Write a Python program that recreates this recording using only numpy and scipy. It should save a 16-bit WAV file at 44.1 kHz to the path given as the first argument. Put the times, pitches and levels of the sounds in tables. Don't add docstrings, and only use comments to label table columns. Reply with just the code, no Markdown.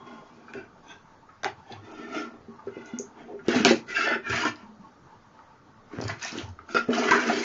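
import sys
import numpy as np
from scipy import signal
from scipy.fft import rfft, irfft, next_fast_len
from scipy.io import wavfile
from scipy.ndimage import uniform_filter1d

SR = 44100
rng = np.random.default_rng(int(sys.argv[2]) if len(sys.argv) > 2 else 0)


def transcribe(u):
    v = np.clip(np.atleast_2d(u).T, -1, 1)
    q = np.round(v * 32767).astype(np.int16)
    wavfile.write(sys.argv[1], SR, q)


def volts_from_decibels(level):
    exponent = np.asarray(level, float) / 20
    return 10 ** exponent


N = 328090


def evened(x):
    return x / np.sqrt(np.mean(x ** 2) + 1e-20)


def read(points, hz):
    f, value = np.transpose(points)
    return np.interp(np.log(hz + 1), np.log(f + 1), value)


def colour(x, points):
    size = next_fast_len(N)
    gain = volts_from_decibels(read(points, np.fft.rfftfreq(size, 1 / SR)))
    return irfft(rfft(x, size) * gain, size)[..., :N]


def resonate(x, hz, width):
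    r = np.exp(-np.pi * width / SR)
    return signal.lfilter([1 - r, 0, r - 1], [1, -2 * r * np.cos(2 * np.pi * hz / SR), r * r], x)


def resonate_twice(x, hz, width):
    return resonate(resonate(x, hz, width), hz, width)


def wander(seconds, count=N):
    size = max(int(seconds * SR), 1)
    return evened(uniform_filter1d(uniform_filter1d(rng.standard_normal(count), size), size))


def slips(per_s, spread_db, clump_db):
    size = volts_from_decibels(spread_db * np.minimum(rng.exponential(1, N), 4) + clump_db * wander(0.005))
    return size * rng.choice([-1., 1.], N) * (rng.random(N) < per_s / SR)


def body(drive, modes, shift_db, shift_s):
    out = 0
    for hz, width, db in modes:
        touched = drive * volts_from_decibels(shift_db * wander(shift_s, len(drive)))
        out = out + volts_from_decibels(db) * evened(resonate_twice(touched, hz, 1.5 * width + hz / 50))
    return out / np.sqrt(uniform_filter1d(out ** 2, 2500) + 1e-9)


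def pressure(rows, column, pace):
    t, rows = np.arange(0, N, 32) / SR, np.array(rows)
    rise, release = pace
    start, end = rows[:, :1], rows[:, :1] + abs(rows[:, 1:2])
    db = rows[:, column, None] - rise * np.maximum(start - t, 0) - release * np.maximum(t - end, 0)
    total = np.sqrt((volts_from_decibels(db) ** 2).sum(0))
    return uniform_filter1d(np.interp(np.arange(N) / SR, t, total), size=200)


def add(mix, s, sound):
    part = mix[round(s * SR):][:len(sound)]
    part += sound[:len(part)]


# pitch in Hz, level in dB per Hz.
WHIR_AIR = [(12, -22.5), (20, 6.5), (38, -14.5), (59, -32), (77, -4.5), (225, -1), (353, -6.5), (911, -11),
            (1060, -29.5), (1170, -5.5), (2600, -26), (6390, -28), (7800, -39.5), (10100, -78),
            (17200, -120)]
# pitch in Hz, width in Hz, level in dB.
MOTOR = [
    (87, 10, -77),
    (898, 72, -62),
    (1101.6, 26, -67),
]


def whir():
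    a, b, patches = rng.standard_normal((N // 128 + 6, 257, 3)).T
    patches = evened(uniform_filter1d(uniform_filter1d(patches, 3, 0), 20, 1))
    air = signal.istft((a + 1j * b) * volts_from_decibels(2.2 * patches), nperseg=512, noverlap=384)[1][:N]
    out = volts_from_decibels(-56) * evened(colour(air, WHIR_AIR))
    for hz, width, db in MOTOR:
        line = evened(resonate(rng.standard_normal(N), hz, width))
        out = out + volts_from_decibels(db + 4.56 * wander(0.04)) * line
    return out


# pitch in Hz, time to fall by 60 dB in seconds.
ROOM = [(150, 0.43), (400, 0.14), (1000, 0.19), (3000, 0.19), (7000, 0.16)]
# pitch in Hz, level in dB.
ROOM_BASS = [(200, -5.5), (500, 1), (900, 1)]


def kitchen(x):
    taps = np.zeros((3, SR // 2))
    at = np.arange(200, SR // 2 - 20, 20)
    at_random = at + rng.integers(0, 20, (3, len(at)))
    np.put_along_axis(taps, at_random, rng.choice([-1., 1.], (3, len(at))), 1)
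    hz, t, z = signal.stft(taps, SR, nperseg=256)
    tail = signal.istft(z * volts_from_decibels(-60 * t / read(ROOM, hz)[:, None]), SR, nperseg=256)[1]
    tail = tail / np.linalg.norm(tail[0])
    phase = 9 * np.arange(N) / SR + np.arange(3)[:, None] / 3
    turns = np.cos(2 * np.pi * phase) * np.sqrt(2 / 3)
    return colour(signal.fftconvolve(x * turns, tail, axes=1).sum(0)[:N], ROOM_BASS)


# pitch in Hz, width in Hz, level in dB.
TABLE_TOP = [(82, 43, 11.5), (107, 12, -8.5), (151.6, 330, -9)]
# full weight from this second, seconds held, level in dB.
PUSHES = [(0.57, 0.007, -48), (0.78, 0.4, -65), (1.45, 0.12, -53), (1.73, 0.078, -47), (2.18, 0.26, -57),
          (2.65, 0.037, -54.5), (3.52, 0.16, -50), (3.66, 0.033, -35.5), (4.31, 0.017, -32.5),
          (4.48, 0.012, -45), (5.36, 0.87, -63.5), (5.99, 0.1, -32), (6.35, 0.069, -46.5), (7.41, .03, -52)]


def table():
    top = body(slips(150, 0.87, 3.7), TABLE_TOP, shift_db=16.5, shift_s=0.18)
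    return pressure(PUSHES, 2, pace=(1100, 200)) * top


# start in seconds, peak in dB, pitch in Hz.
TICKS = [
    (2.8587, -41.5, 6230),
    (2.988, -21.5, 6430),
]


def ticks():
    out, t = np.zeros(N), np.arange(5000) / SR
    for s, db, hz in TICKS:
        hiss = evened(resonate_twice(rng.standard_normal(5000), hz, 1000))
        tones = np.sin(2 * np.pi * hz * t) + .2 * np.sin(2 * np.pi * .8 * hz * t)
        tick = t / .0006 * np.exp(1 - t / .0006) * tones
        add(out, s, volts_from_decibels(db) * (tick + .16 * hiss * np.exp(-t / .025)))
    return out


# pitch in Hz, width in Hz, level in dB.
PANELS = [(240, 11.7, -3.5), (323.2, 37.6, -2.5), (393, 33, -1), (608, 65, -21.5), (658, 81, -5.5),
          (511, 91, -12), (772, 96, -19)]
# start in seconds, peak in dB, pitch in Hz, seconds to fall by 60 dB.
KNOCKS = [(0.552, -23, 407, 0.058), (1.46, -12, 760, 0.029), (1.713, -28.5, 397, 0.062),
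          (2.164, -21, 299, 0.14), (2.483, -34.5, 232, 0.19), (2.484, -37.5, 399, 0.28),
          (2.671, -20, 399, 0.11), (2.768, -18.5, 392, 0.02), (2.935, -23, 246, 0.25),
          (2.997, -21.5, 404, 0.098), (3.279, -36.5, 439.4, 0.072), (3.296, -30, 419, 0.36),
          (3.338, -25.5, 404.4, 0.19), (3.484, -1.5, 363, 0.036), (3.561, -11.5, 249, 0.14),
          (3.604, -11, 236.4, 0.086), (3.66, -15.5, 240, 0.086), (3.674, -12, 240, 0.03),
          (3.655, -18.5, 572, .06), (3.709, -2.5, 338, 0.039), (3.71, -13, 543, .06),
          (3.903, -30.5, 374, 0.085), (4.113, -23, 337, 0.14), (4.156, -18.5, 393, 0.084),
          (4.299, -22.5, 390, 0.12), (4.375, -26, 713, 0.11), (4.452, -16.5, 354, 0.054),
          (4.454, -34, 640, 0.059), (4.631, -38.5, 212, 0.94), (4.795, -39, 192, 0.25),
          (5.935, -26, 296, 0.084), (5.988, -14, 211, 0.016), (6.327, -25.5, 240, 0.064),
          (6.354, -21, 340, 0.039), (6.377, -21, 285, 0.088), (6.436, -27, 89.4, 0.43),
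          (6.748, -9.5, 410, 0.026), (6.751, -19.5, 513, 0.15), (6.765, -15.5, 413, 0.074),
          (6.887, -12.5, 244, 0.12), (6.8893, -11.5, 431, 0.11), (6.995, -18.5, 425, 0.2),
          (7.074, -19.5, 393, 0.22), (7.111, -23, 370, 0.13), (7.149, -15, 407, 0.34),
          (7.259, -23, 444, 0.15), (7.295, -21, 238, 0.46), (7.312, -25.5, 545, 0.16),
          (7.377, -21, 302, 0.083)]


def knocks():
    out, t = np.zeros(N), np.arange(9000) / SR
    rise = 1 - np.exp(-t / .0016)
    for s, db, hz, t60 in KNOCKS:
        a, b = rng.random(2)
        fall = volts_from_decibels(-60 * t / max(t60, .01)) + 0.26 * np.exp(-t / 0.0066)
        twin = .25 * np.sin(2 * np.pi * hz * (1.12 + .15 * a) * t)
        near = fall * (np.sin(2 * np.pi * hz * t) + twin)
        box = np.zeros(len(t))
        for f, width, level in PANELS:
            box += volts_from_decibels(level - 24 * width * t) * np.sin(2 * np.pi * f * (1 + .04 * (a - b)) * t)
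        add(out, s, volts_from_decibels(db - 5.0) * (near + 0.26 * (hz < 500) * box) * rise)
    return out


# start in seconds, peak in
# dB, pitch in Hz, seconds to fall by 60 dB.
SNAPS = [(0.4815, -23.5, 1320, 0.024), (0.536, -19.5, 1500, 0.02), (0.536, -22, 2450, 0.014),
         (0.536, -30, 3600, 0.01), (0.904, -31, 1610, 0.11), (1.2886, -28.5, 1286, 0.066),
         (1.4323, -11.5, 1560, 0.019), (1.433, -18, 3700, .012), (1.4332, -21, 6140, .012),
         (1.4355, -3.5, 707, 0.0099), (1.4454, 5.5, 1500, 0.0066), (1.4445, -4.5, 3680, 0.0045),
         (1.4454, -17, 6300, .012), (1.4455, -9, 750, 0.011), (1.6911, -38, 860, 0.095),
         (1.7215, -20, 3456, 0.028), (2.1794, -38, 1440, 0.034), (2.581, -29, 880, 0.11),
         (2.588, -26.5, 1200, 0.035), (2.672, -25.5, 1326, 0.073), (3.277, -26.5, 727, 0.1),
         (3.3903, -25.5, 1410, 0.046), (3.6502, 14, 2530, 0.0058), (3.6505, -1.5, 695, 0.066),
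         (3.671, -9.5, 712, .04), (3.682, -4, 2064, 0.0293), (3.695, -4.5, 2000, .025),
         (3.709, -6.5, 792, .04), (3.889, -28, 1474, 0.1), (3.956, -13.5, 2700, 0.046),
         (3.9673, 0.5, 1700, 0.022), (4.0067, -3.5, 1380, 0.04), (4.0068, -11.5, 2750, 0.057),
         (4.042, -14, 2670, .03), (4.128, -10, 1460, 0.036), (4.3, -12, 1354, 0.047),
         (4.305, -11, 2500, 0.03), (4.3432, -9, 1690, .02), (4.4343, -8, 996, 0.051),
         (4.4517, -1.5, 1370, 0.025),
         (5.3905, -23, 1280, 0.014), (5.913, -28.5, 1130, 0.037), (6.0819, -19.5, 1063, 0.11),
          (6.092, -14.5, 680, 0.052), (6.098, -13, 1990, 0.041), (6.233, -14.5, 1823, 0.074),
          (6.25, -15, 705, 0.036), (6.589, -17.5, 1270, 0.022), (6.689, -19.5, 1380, 0.029),
          (6.746, -2.5, 1370, 0.028), (6.7646, 4, 1379, 0.034), (6.768, -13.5, 2010, 0.045),
          (6.9288, -8, 1370, 0.049), (6.931, -9.5, 3040, 0.027), (7.061, -22, 710, .08),
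          (7.1106, 6, 1554, 0.025), (7.115, 6.5, 1001, 0.077), (7.132, 5, 1335, 0.021),
          (7.154, 3, 1370, 0.021), (7.179, -2, 1480, 0.023), (7.192, -3.5, 1570, 0.026),
          (7.281, -9, 1282, 0.09), (7.2965, -0.5, 707, 0.029)]
# start in seconds, peak in dB, pitch in Hz.
CRACKLES = [(4.557, -34, 4200), (6.0125, -26, 5600), (6.014, -26.5, 4320), (6.038, -25, 5000),
            (6.079, -23, 6230), (6.081, -23.5, 4700), (6.227, -20.5, 6230), (6.247, -19, 5640),
            (6.281, -23, 5530), (6.32, -24, 5100), (6.377, -31, 6400), (6.385, -19.5, 3000),
            (6.489, -40.5, 5600), (7.016, -34, 5600), (7.107, -25, 4500)]


def snaps():
    out, t = np.zeros(N), np.arange(3000) / SR
    late = t - .0005
    edge = np.sin(2 * np.pi * 5000 * late) * np.exp(-(late / .0002) ** 2)
    for s, db, hz, t60 in SNAPS:
        swell = (1 - np.exp(-t / (.05 * t60))) ** 2
        fall = volts_from_decibels(-60 * t / max(t60, .004)) * swell
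        rough = evened(resonate_twice(rng.standard_normal(3000), hz * 1.15, hz * .45))
        ring = np.sin(2 * np.pi * hz * t) + .4 * rough
        add(out, s, volts_from_decibels(db - 9.0) * ring * fall + volts_from_decibels(db - 39) * edge)
    for s, db, hz in CRACKLES:
        grain = evened(resonate_twice(rng.standard_normal(3000), hz, 1500))
        add(out, s, volts_from_decibels(db - 11) * grain * t / .0013 * np.exp(1 - t / .0013))
    return out


# start in seconds, peak in dB.
POPS = [
    (.5365, -33),
    (1.4338, -28),
    (1.4446, -25),
    (3.4835, -17),
    (3.6494, 4),
    (4.4515, -21),
    (6.7468, -22),
    (7.1095, -20),
]


def pops():
    out, hush, t = np.zeros(N), np.ones(N), np.arange(400) / SR
    wide = signal.butter(2, [1000, 6000], "bandpass", fs=SR)
    for s, db in POPS:
        burst = (.5 * rng.standard_normal(400) + 6 * (t == 0)) * np.exp(-t / .0009)
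        crack = signal.lfilter(*wide, burst)
        add(out, s, volts_from_decibels(db) * crack / abs(crack).max())
        hush[round(s * SR) - 900:round(s * SR)] *= volts_from_decibels(np.linspace(0, -14, 900))
    return out, hush


# pitch in Hz, width in Hz, level in dB.
FLAPS = [(996, 33, 5.5), (1370, 450, 12.5), (1480, 520, -5.5), (1715, 59, 2), (1829, 220, -4),
         (2040, 300, 3.5), (2360, 370, -25), (2880, 150, -21.5)]
RESTING = [(838, 26, -8), (1064, 20, -3), (1437, 37, -12.5), (2080, 16, -18), (3340, 14, -19)]
NUDGED = [(1500, 98, 0), (2370, 71, -10.5), (2670, 15, -16), (3700, 120, -27), (4730, 42, -19)]
PINCHED = [(954, 38, -3), (1560, 21, 5.5), (2540, 130, -7), (3500, 180, 3.5), (6140, 32, -2)]
TAPPED = [(783, 57, 0), (1730, 43, -11), (2180, 49, -16.5), (2670, 67, -23), (3240, 150, -18)]
DRAGGED = [(1350, 80, -0.5), (1801, 24, -10.5), (2100, 270, -12.5), (2465, 34, -15.5), (2930, 250, -24),
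           (3555, 28, -15)]
SCORED = [(880, 28, 4.5), (1440, 53, 9.5), (2040, 45, 5), (2420, 130, -2.5), (2580, 30, -4), (2870, 25, -1),
          (3460, 29, -4.5), (4050, 38, -15)]
SLIT = [(1437, 120, -2), (2000, 60, -5), (2710, 120, -16)]
BENT = [(1380, 98, 25), (2750, 40, 12), (3660, 85, 9), (4600, 81, 3)]
STRUCK = [(832, 72, 2), (1570, 98, -16), (2414, 42, -2), (3280, 59, -26), (4070, 36, -21),
          (5600, 93, -12.5), (6190, 30, -26), (6840, 35, -20)]
PULLED = [(1370, 48, 0.5), (1595, 28, -2.5), (2260, 140, -7), (2693, 77, 1), (3220, 35, -24),
          (4750, 57, -9.5), (5360, 130, -10.5)]
TORN = [(596, 28, -5.5), (860, 56, -10.5), (1440, 140, 0), (1750, 130, -3.5), (2036, 31, -6),
        (3410, 60, -19), (4530, 64, -21), (5260, 92, -21)]
LIFTED = [(1380, 32, 0.5), (1630, 56, 2.5), (1771, 24.4, 1.5), (2414, 54, -4), (4040, 33, -33),
          (5000, 35, -32)]
FOLDED = [(700, 150, -3), (1030, 120, 6), (1370, 97, 1.5), (1780, 22, 0), (3100, 68, -25),
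          (4870, 27, -10.0), (5500, 37, -26)]
SLAPPED = [(1380, 120, 2.5), (1920, 60, -11), (2550, 84, -8), (2900, 28, -14), (3540, 88, -9),
           (4700, 28, -12), (5200, 35, -8), (6260, 36, -31)]
SPREAD = [(698, 29, -8), (1270, 300, 3), (1700, 78, -1.5), (2000, 93, -2.5), (2175, 23, -10),
          (2370, 32, -20), (3000, 55, -19.5), (3400, 32, -26)]
# start in seconds, share of blur, the ringing set free.
HOLDS = [(0, 0.23, RESTING), (.4, 0.36, NUDGED), (.8, 0.35, PINCHED), (1.2, 0.67, STRUCK),
         (1.621, 0.34, TAPPED), (1.8, 0.54, DRAGGED), (2.4, 0.18, RESTING), (2.659, 0.11, SCORED),
         (3.099, 2.1, FLAPS), (3.84, 0.83, SLIT), (3.94, 0.79, PULLED), (4.052, 0.72, TORN),
         (4.221, 0.5, LIFTED), (4.323, 1.5, FLAPS), (4.434, 0.83, FOLDED), (5, 0.66, FLAPS),
         (6.55, 0.3, BENT), (6.743, 0.29, SLAPPED), (6.87, 0.7, SPREAD), (7.101, 0.91, FLAPS)]
# pitch in Hz, level in dB.
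BLUR = [(700, -48), (1150, -4.5), (1500, 1.5), (2800, -2.5), (3600, -12), (5000, -52.5)]


def flaps():
    drive, out = slips(6000, 2.2, 1.3), np.zeros(N)
    blur = colour(drive, BLUR)
    ends = [row[0] for row in HOLDS[1:]] + [N / SR]
    for (s, share, modes), end in zip(HOLDS, ends):
        span = slice(round(s * SR), round(end * SR))
        ring = body(drive[span], modes, shift_db=2.2, shift_s=.015)
        add(out, s, evened(ring + share * evened(blur[span])))
    return out


def streaky(x, streak_db, patch_db):
    hz, t, z = signal.stft(x, SR, nperseg=512)
    fine, wide = rng.standard_normal((len(t), len(hz), 2)).T
    fine = evened(uniform_filter1d(fine, size=9, axis=1))
    wide = evened(uniform_filter1d(uniform_filter1d(wide, size=14, axis=1), size=8, axis=0))
    gain = evened(volts_from_decibels(streak_db * fine + patch_db * wide))
    return signal.istft(z * np.where(hz[:, None] > 1900, gain, 1), SR, nperseg=512)[1][:N]


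# pitch in Hz, level in dB per Hz.
FIZZ = [(1470, -19), (2500, -3), (2900, -6.5), (3630, -11), (4170, -9), (6580, -10.5), (6890, -15),
        (7600, -19.5), (9880, -53.5), (16700, -120)]
# full pressure from this second, seconds held,
# then the levels in dB of scraped flaps, hollow panels, and tape and paper fizz.
FIDGETS = [(0.0, 0.004, -44.5, -55, -71), (0.07, 0.12, -43.5, -53.5, -59), (0.24, 0.16, -60, -62, -65),
           (0.49, 0.065, -50, -57.5, -60), (0.57, 0.025, -40, -45, -59), (0.85, 0.0091, -67, -77, -64),
           (0.904, 0.0076, -41.5, -57.5, -54), (1.72, .004, -37, -53, -51), (1.692, .01, -48, -66, -72),
           (1.85, 0.14, -48, -52.5, -58), (1.98, 0.28, -42, -49, -56.5), (2.155, 0.035, -29.5, -39.5, -39),
           (2.25, 0.1, -57, -56.5, -76), (2.45, 0.11, -78, -68, -84), (2.67, 0.0068, -56, -54, -62),
           (2.75, 0.11, -46.5, -58.5, -62), (2.86, 0.11, -46.5, -56, -61), (3.19, 0.028, -50, -52.5, -61.5),
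           (3.27, 0.063, -60.5, -53, -83), (3.39, 0.04, -65, -57, -83)]
CUTS = [
    (3.656, 0.0075, -17, -20.5, -20.5),
    (3.685, 0.02, -23, -29, -21),
    (3.76, 0.0044, -48, -46.5, -35.5),
    (4.268, 0.068, -29, -49, -62),
    (4.302, 0.13, -26.5, -43.5, -31),
    (4.445, 0.031, -24, -36, -32),
    (4.57, 0.057, -50.5, -61.5, -62),
    (4.72, 0.12, -80, -77, -88),
]
OPENING = [(5.934, 0.074, -44.5, -50.5, -54.5), (6.03, 0.017, -54, -54, -44),
           (6.092, 0.0032, -31, -46.5, -40), (6.225, 0.046, -37, -59.5, -35),
           (6.335, 0.056, -40, -47.5, -39.5), (6.596, 0.0014, -58.5, -60, -98),
           (6.71, 0.086, -43, -50.5, -45), (6.905, 0.0092, -36, -39, -43.5),
           (6.94, 0.23, -28.5, -33.5, -32.5), (7.10, 0.012, -16, -34.5, -26.5),
           (7.17, 0.051, -27, -41, -34), (7.225, .04, -34, -47.5, -42), (7.278, 0.046, -25.5, -33, -29.5),
           (7.36, .1, -33.5, -39.5, -31.5)]
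SLICES = [
    (1.455, 0.013, -26.5, -36, -51),
    (3.486, 0.087, -27, -31.5, -32),
    (3.56, 0.049, -28.5, -38, -33),
    (3.892, 0.069, -32.5, -54.5, -39.5),
    (3.962, 0.091, -22, -41, -35.5),
    (4.06, 0.085, -20, -36, -44),
    (6.752, 0.026, -24, -40, -34),
]
# pitch in Hz, level in dB.
HELD_PANEL = [(260, -7.5), (380, -1)]


def rubbing():
    panels = body(slips(500, 3.5, 3.1), PANELS, shift_db=3.2, shift_s=.02)
    fizz = evened(colour(slips(8000, 2.5, 2.2), FIZZ))
    hands = [(FIDGETS, (320, 280)), (CUTS, (483, 680)), (OPENING, (450, 213))]
    on_flaps, on_panels, on_tape = (sum(pressure(rows, k, pace) for rows, pace in hands) for k in (2, 3, 4))
    cut_flaps, cut_panels, cut_tape = (pressure(SLICES, k, (830, 1260)) for k in (2, 3, 4))
    hollow = on_panels * panels + cut_panels * colour(panels, HELD_PANEL)
    scraped = (on_flaps + cut_flaps) * flaps()
    papery = (on_tape + cut_tape) * fizz
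    return volts_from_decibels(5.5) * hollow + volts_from_decibels(-5.5) * scraped + volts_from_decibels(-5.5) * papery


# pitch in Hz, level in dB.
BASS_CUT = [(30, -26), (62, -27.5), (85, -0.5)]


def scene():
    cracks, hush = pops()
    hits = knocks() + snaps() + cracks
    rub = hush * streaky(rubbing(), streak_db=3.5, patch_db=-0.14)
    steel = ticks()
    room = kitchen(volts_from_decibels(-5.0) * hits + volts_from_decibels(-3.5) * rub + volts_from_decibels(-7.0) * steel)
    box = hits + rub + steel + room + table()
    return (colour(box, BASS_CUT) + whir())[None]


# start in seconds, length in seconds, lowest Hz, highest Hz.
STARVED = [(.516, .016, 4250, 5000), (1.449, .024, 4450, 5100), (1.922, .012, 3000, 4600),
           (6.761, .016, 3750, 4550), (6.761, .014, 5350, 6000), (6.761, .016, 2950, 3400),
           (6.889, .013, 3750, 5300), (6.889, .014, 5900, 6900), (6.98, .012, 3250, 4100)]


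def thrifty(x, patchy_db, holes):
    hz, t, z = signal.stft(x, SR, nperseg=256)
    band, block = (hz // 520).astype(int), (t / .032).astype(int)
    shape = (band[-1] + 1, block[-1] + 1)
    jitter, luck = rng.standard_normal(shape), rng.random(shape)
    gain = volts_from_decibels(patchy_db * jitter - 25 * (luck < holes))[band][:, block]
    for s, length, low_hz, high_hz in STARVED:
        silent = np.outer((hz > low_hz) & (hz < high_hz), (t > s) & (t < s + length))
        gain = gain * np.where(silent, volts_from_decibels(-35), 1)
    return signal.istft(z * np.where(hz[:, None] > 1800, gain, 1), SR, nperseg=256)[1][:, :N]


def low_pass(x):
    return signal.sosfilt(signal.butter(12, 15750, fs=SR, output="sos"), x)


# pitch in Hz, level in dB.
EDGE = [(7000, -0.5), (7400, -9.5), (7800, -20), (8100, -39.5), (8400, -65)]


def record(dry):
    narrow = colour(thrifty(np.clip(dry, -1.25, 1.25), patchy_db=0.86, holes=0.0066), EDGE)
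    flipped = narrow * np.cos(2 * np.pi * 16000 * np.arange(N) / SR)
    mirror = colour(flipped, [(8000, -49.0), (13000, -56.0), (15600, -55.5), (16000, -100)])
    hiss = volts_from_decibels(-99) * rng.standard_normal(dry.shape)
    bend = .25
    return low_pass(np.tanh(bend * narrow) / bend + mirror + hiss)


dry = scene()
out = record(dry)
transcribe(out)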